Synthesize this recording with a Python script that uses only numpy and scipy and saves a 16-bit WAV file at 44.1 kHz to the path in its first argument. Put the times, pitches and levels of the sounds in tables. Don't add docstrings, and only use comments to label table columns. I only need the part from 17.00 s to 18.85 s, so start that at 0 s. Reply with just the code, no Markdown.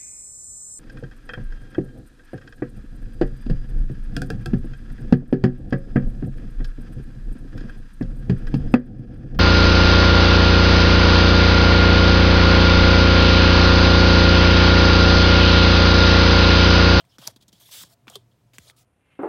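import sys
import numpy as np
from scipy import signal
from scipy.fft import rfft, irfft, next_fast_len
from scipy.io import wavfile
from scipy.ndimage import uniform_filter1d, minimum_filter1d

SR = 44100
rng = np.random.default_rng(int(sys.argv[2]) if len(sys.argv) > 2 else 0)


def wav_record(signal):
    frames = np.transpose(np.atleast_2d(signal))
    bounded = np.clip(frames, -1, 1)
    quanta = np.round(bounded * 32767).astype(np.int16)
    wavfile.write(sys.argv[1], SR, quanta)


def undo_db(level):
    steps = np.asarray(level, float) / 20
    return 10 ** steps


N = 81585


def unit(x):
    return x / np.sqrt(np.mean(x ** 2) + 1e-20)


def along(points, hz):
    point_hz, db = np.transpose(points)
    return undo_db(np.interp(np.log(hz + 1), np.log(point_hz + 1), db, left=-120))


def filtered(x, response):
    size = next_fast_len(len(x) + 8192)
    hz = np.fft.rfftfreq(size, 1 / SR)
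    return irfft(rfft(x, size) * response(hz), size)[:len(x)]


def peak(f, hz, width_hz):
    return 1j * f * width_hz / (hz * hz - f * f + 1j * f * width_hz)


def resonant_noise(length, hz, width_hz):
    return unit(filtered(rng.standard_normal(length), lambda f: peak(f, hz, width_hz) ** 2))


def patchy(x, depth_db):
    z = signal.stft(x, nperseg=256)[2]
    field = uniform_filter1d(rng.standard_normal(z.shape), size=4, axis=0)
    field = uniform_filter1d(field, size=15, axis=1)
    return unit(signal.istft(z * undo_db(depth_db * unit(field)), nperseg=256)[1][:N])


# (frequency [Hz], level [dB per Hz])
ROOM = [(18, -73), (30, -10), (134, -6.5), (286, -15), (698, -20.5), (755, -27), (955, -21), (1090, -27),
        (15800, -41.5)]
# (frequency [Hz], width [Hz], level [dB])
HUM = [(119.9, 8.7, -65.5), (697.4, 25, -81.5)]


def room():
    air = patchy(filtered(rng.standard_normal(N), lambda f: along(ROOM, f)), depth_db=0.04)
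    hum = sum(undo_db(db) * resonant_noise(N, hz, width_hz) for hz, width_hz, db in HUM)
    return undo_db(-65.5) * air + hum


def echo(x):
    t = np.arange(SR // 5) / SR
    t60_s, level_db = 0.15, -21.5
    tail = rng.standard_normal(len(t)) * undo_db(-60 * t / t60_s)
    return undo_db(level_db) * signal.fftconvolve(x, tail / np.linalg.norm(tail))[:N]


# (time [s], length [s], pitch [Hz], level [dB], sharpness [Q])
DRAGS = [(0.0095, .09, 688, -73.5, 7.3), (.895, .06, 690, -68.5, 7), (1.6, 0.26, 1260, -74, 7),
         (1.8, .05, 720, -71.5, 7), (.21, .035, 3100, -56, 5), (.237, .027, 3190, -51, 8),
         (1.13, 0.025, 3120, -54.5, 6), (1.107, .016, 3300, -59, 11), (1.612, 0.044, 4200, -68, 7.5),
         (1.6, 0.064, 7100, -68, 5.8), (.225, .035, 5000, -61.5, 7), (.712, .05, 3900, -52, 3),
         (.775, .045, 3500, -51, 5), (.11, .058, 3100, -66, 6.3), (.755, 0.095, 1490, -61, 2.1),
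         (.72, 0.052, 2260, -60, 6.4), (.775, .05, 4940, -51.5, 3), (.79, 0.044, 8000, -55, 6),
         (.652, 0.024, 3500, -57, 8.1), (.615, 0.029, 3370, -59, 6.7), (1.533, .012, 2700, -58, 2.2),
         (1.54, 0.023, 6800, -63, 5.5), (1.673, 0.021, 3950, -57, 3.6), (1.68, 0.029, 8550, -61.5, 4.5),
         (1.163, 0.037, 3390, -67, 10), (.215, 0.038, 1310, -60, 4), (.285, 0.031, 1500, -65, 2),
         (.3, 0.029, 187, -57.5, 3), (.09, .04, 5200, -69, 6), (1.312, .02, 3220, -73.5, 6)]


def drags():
    t, out = np.arange(N) / SR, np.zeros(N)
    for start, length, hz, db, q in DRAGS:
        swell = np.sin(np.pi * np.clip((t - start) / length, 0, 1)) ** 0.5
        out += undo_db(db) * np.abs(swell) * resonant_noise(N, hz, hz / q)
    return out


# (time [s], peak level [dB], centre [Hz], t60 [s])
RATTLES = [(.223, -48, 700, 0.067), (.27, -32, 5400, 0.019), (.2716, -26, 5000, 0.012),
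           (0.2758, -33, 4170, 0.015), (0.2766, -29, 1550, 0.01), (0.28, -29, 5700, 0.01),
           (.302, -44, 4900, 0.016), (0.813, -48.5, 890, 0.048), (0.85, -42, 5000, 0.0081),
           (.905, -61.5, 804, 0.21), (1.0815, -43.5, 2270, 0.05), (1.1005, -41.5, 7120, 0.017),
           (1.121, -47, 674, 0.041), (1.1549, -39, 6000, 0.027), (1.164, -43, 7560, 0.011),
           (1.5857, -37, 1920, 0.009), (1.586, -39, 6400, 0.014), (1.687, -47, 3570, 0.011),
           (.612, -57.5, 806, 0.062)]
# (time [s], peak level [dB], centre [Hz], t60 [s])
RINGS = [(1.1545, -31.5, 3340, 0.038), (1.155, -33.5, 4300, 0.023), (1.155, -35.5, 7200, 0.019),
         (1.158, -45.5, 9200, .04), (1.155, -39, 11600, 0.013), (1.155, -38, 1150, .03),
         (.002, -52, 3100, .07), (.042, -58, 1000, .02), (.481, -50, 7000, .03), (1.165, -44, 4400, .012),
         (1.08, -39, 2450, 0.023), (1.0805, -38, 1116, 0.029), (1.083, -47, 4700, 0.013),
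         (1.1, -43, 3100, 0.016), (1.0995, -42, 5400, 0.013), (.2705, -38, 1083, 0.031),
         (.836, -48, 1000, .03), (.838, -46, 600, .05), (.279, -38, 9000, .012), (.834, -46, 1670, 0.028),
         (.835, -39.5, 4940, 0.016)]


def rattles(rows, q):
    out, t = np.zeros(N + SR), np.arange(SR // 5) / SR
    rise = 1 - np.exp(-t / 0.00057)
    for start, db, hz, t60 in rows:
        noise = resonant_noise(len(t), hz, hz / q)
        out[round(start * SR):][:len(t)] += undo_db(db - 1.5 - 60 * t / t60) * rise * noise
    return out[:N]


# (time [s], peak level [dB], first pitch [Hz], last pitch [Hz], t60 [s])
PUFFS = [(0.187, -41.5, 400, 131, 0.11), (.277, -36, 1112, 534, 0.062), (0.278, -44, 292, 93, 0.13),
         (.362, -45, 280, 186, 0.049), (0.426, -56.5, 243, 145, 0.12), (.482, -53, 298, 165, 0.093),
         (0.531, -49, 297, 161, 0.094), (.838, -46, 376, 68.3, 0.095), (1.073, -43, 419, 206, 0.1),
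         (1.0995, -43, 760, 570, 0.05), (1.157, -36, 560, 385, 0.08), (1.169, -48, 240, 94.6, 0.13),
         (1.536, -57, 365, 235, .06), (1.5852, -43.5, 500, 70, 0.13), (.815, -48.5, 249, 190, 0.06)]


def puffs():
    out, t = np.zeros(N + SR), np.arange(SR // 5) / SR
    roughness, fall_s, rise_s = 0.2, 0.00573, 0.0015
    for start, db, first_hz, last_hz, t60 in PUFFS:
        pitch_wander, level_wander = (unit(uniform_filter1d(v, size=90))
                                      for v in rng.standard_normal((2, len(t))))
        pitch = last_hz + (first_hz - last_hz) * np.exp(-t / fall_s)
        pitch = pitch * (1 + 0.52 * roughness * pitch_wander)
        level = undo_db(db - 60 * t / t60) * (1 - np.exp(-t / rise_s)) * (1 + roughness * level_wander)
        out[round(start * SR):][:len(t)] += level * np.sin(2 * np.pi * np.cumsum(pitch) / SR)
    return out[:N]


# (time [s], peak level [dB], low ring [Hz], high ring [Hz], t60 [s])
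SNAPS = [(0.0515, -55, 2400, 8640, 0.0069), (0.184, -35, 1400, 5620, 0.0072),
         (0.1883, -36, 3330, 5270, 0.003), (0.2751, -10, 5700, 5000, 0.0032),
         (0.2752, -17, 9820, 12500, 0.0027), (0.3612, -39.5, 4250, 6400, 0.0033),
         (0.6907, -46, 1020, 2000, 0.01), (0.836, -35.5, 1200, 3730, 0.0054),
         (1.0703, -42, 1130, 2320, 0.011), (1.0804, -32, 1500, 3500, 0.005),
         (1.0803, -33, 3400, 2450, 0.006), (1.0995, -26.5, 7200, 10460, 0.002),
         (1.156, -29.5, 3450, 4740, 0.0054), (1.584, -20, 2300, 6800, 0.0019),
         (1.1557, -34, 7470, 11700, .004), (1.699, -32, 2070, 3700, 0.004),
         (1.5345, -49, 2300, 7040, 0.0061), (0.221, -45, 8500, 13000, 0.0066),
         (0.0417, -57, 2040, 4100, 0.0069)]


def snaps():
    out, t = np.zeros(N + SR), np.arange(SR // 10) / SR
    high_ring_db, click_db, shiver_db = -3.5, -1.5, -6
    rise = 1 - np.exp(-t / 0.0002)
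    for start, db, low_hz, high_hz, t60 in SNAPS:
        click_noise, shiver_noise = rng.standard_normal((2, len(t)))
        tones = np.sin(2 * np.pi * low_hz * t) + undo_db(high_ring_db) * np.sin(2 * np.pi * high_hz * t)
        ring = tones * undo_db(-60 * t / t60) * rise
        click = np.diff(click_noise * undo_db(-60 * t / 0.0018), prepend=0)
        click = click * min(high_hz / 8000, 1) ** 2
        shiver = filtered(shiver_noise, lambda f: peak(f, low_hz, low_hz) - peak(f, high_hz, high_hz))
        shiver = shiver * undo_db(-60 * t / (t60 * 1.64))
        snap = 1.165 * ring + undo_db(click_db) * 0.37 * click + undo_db(shiver_db) * shiver
        out[round(start * SR):][:len(t)] += undo_db(db) * snap
    return out[:N]


def friction():
    caught = rng.random(N) < 2200 / SR
    catches = caught * rng.standard_normal(N) * undo_db(-4 * rng.exponential(size=N))
    return rng.standard_normal(N) + undo_db(-16) * unit(catches)


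def bridged(power):
    return minimum_filter1d(-minimum_filter1d(-power, size=261), size=261)


# (time [s], length [s], first level [dB], last level [dB], brightness [dB])
HAND = [(.3615, 0.011, -46.5, -58.5, -5.5), (.405, 0.0047, -64, -59, -12), (.411, 0.0095, -50, -64, -7.5),
        (.4225, 0.014, -49, -60.5, -4.5), (.48, 0.014, -50.5, -57.5, -2.5), (.52, 0.0052, -62, -61, -7),
        (.527, 0.016, -47.5, -62, -1.5), (.543, 0.047, -58, -58.5, -7.5), (.596, .056, -55, -61, 4),
        (.652, 0.07, -58, -58, 6), (.706, 0.1293, -46.5, -46.5, 5), (.836, 0.044, -51, -58, -2.5),
        (.885, 0.053, -65.5, -62, 5), (1.568, 0.0096, -67.5, -65, 0), (1.762, 0.03, -73, -70, 13),
        (1.785, 0.045, -69, -76, 13)]
# (time [s], length [s], first level [dB], last level [dB], brightness [dB])
PILE = [(0, 0.042, -54.5, -83, -6.5), (.045, 0.046, -69, -75.5, -2.5), (.088, 0.077, -68, -63.5, -4),
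        (.184, 0.03, -49, -53.5, -2.5), (.21, 0.076, -48.5, -46, -4.5), (.284, 0.029, -56.5, -56.5, -1),
        (.316, 0.024, -70, -61.5, -12), (1.069, 0.03, -59, -56, -5.5), (1.1, 0.056, -57, -53, -1),
        (1.152, 0.026, -45.5, -61, -6), (1.176, 0.069, -64.5, -78, -6), (1.31, .03, -73, -80, -16),
        (1.533, 0.033, -56, -58, -0.5), (1.588, 0.078, -63.5, -60.5, 1.5), (1.66, 0.05, -58, -53.5, -1)]
# (frequency [Hz], width [Hz], level [dB])
CARD = [(3304, 590, 0.5), (4100, 1460, 0.5), (5010, 2100, -3.5), (8000, 950, -12)]
# (frequency [Hz], level [dB])
HISS = [(1500, -11), (3000, -0.5), (6000, 0.5), (10000, -1), (15500, -3.5)]
# (frequency [Hz], level [dB])
SHEET = [(250, -12), (650, -3), (1300, -6.5), (2500, -13.5)]


def hollow(f):
    modes = sum((-1) ** k * undo_db(db) * peak(f, hz, width_hz) for k, (hz, width_hz, db) in enumerate(CARD))
    return modes * peak(f, 3370, 7300)


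def slides(rows, sheet_db):
    t = np.arange(N) / SR
    force, shine = np.zeros(N), np.zeros(N)
    grip_s, grip_share, let_go_s = 0.00058, 0.089, 0.0041
    for start, length, first_db, last_db, bright_db in rows:
        grip = np.clip((t - start) / (grip_s + grip_share * length), 0, 1)
        let_go = np.exp(-np.clip(t - start - length - grip_s, 0, 1) / let_go_s)
        level = undo_db(np.interp(t, [start, start + length], [first_db, last_db]))
        power = (grip * let_go * level) ** 2
        force = np.maximum(force, power)
        shine = np.maximum(shine, power * undo_db(2 * bright_db))
    force, shine = bridged(force), bridged(shine)
    body = patchy(filtered(friction(), hollow), depth_db=1.5)
    hiss = patchy(filtered(friction(), lambda f: along(HISS, f)), depth_db=2.5)
    sheet = patchy(filtered(friction(), lambda f: along(SHEET, f) * (f < SHEET[-1][0])), depth_db=3)
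    return np.sqrt(force) * (0.55 * body + undo_db(sheet_db) * sheet) + undo_db(-2.5) * np.sqrt(shine) * hiss


def scene():
    cards = drags() + rattles(RATTLES, q=0.79) + rattles(RINGS, q=4.9) + puffs() + snaps()
    cards = cards + slides(HAND, sheet_db=-15.5) + slides(PILE, sheet_db=-8)
    return np.tile(cards + echo(cards) + room(), (2, 1))


def top_cut(x):
    return signal.sosfilt(signal.butter(12, 17160, fs=SR, output="sos"), x)


def record(dry):
    low_cut_hz, top_hz, click_top_hz, click_jump_db = 36, 15800, 16900, 11
    mono = dry[0]
    low = filtered(mono, lambda f: (f < top_hz) * f ** 4 / (f ** 4 + low_cut_hz ** 4))
    top = filtered(mono, lambda f: (f >= top_hz) * (f < click_top_hz))
    fast, slow = (np.abs(uniform_filter1d(mono ** 2, size=k)) for k in (128, 4096))
    sharp = 1.0 * (fast > slow * undo_db(click_jump_db) ** 2)
    mix = low + top * uniform_filter1d(sharp, size=128)
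    return top_cut(np.array([mix, mix]))


dry = scene()
out = record(dry)
wav_record(out)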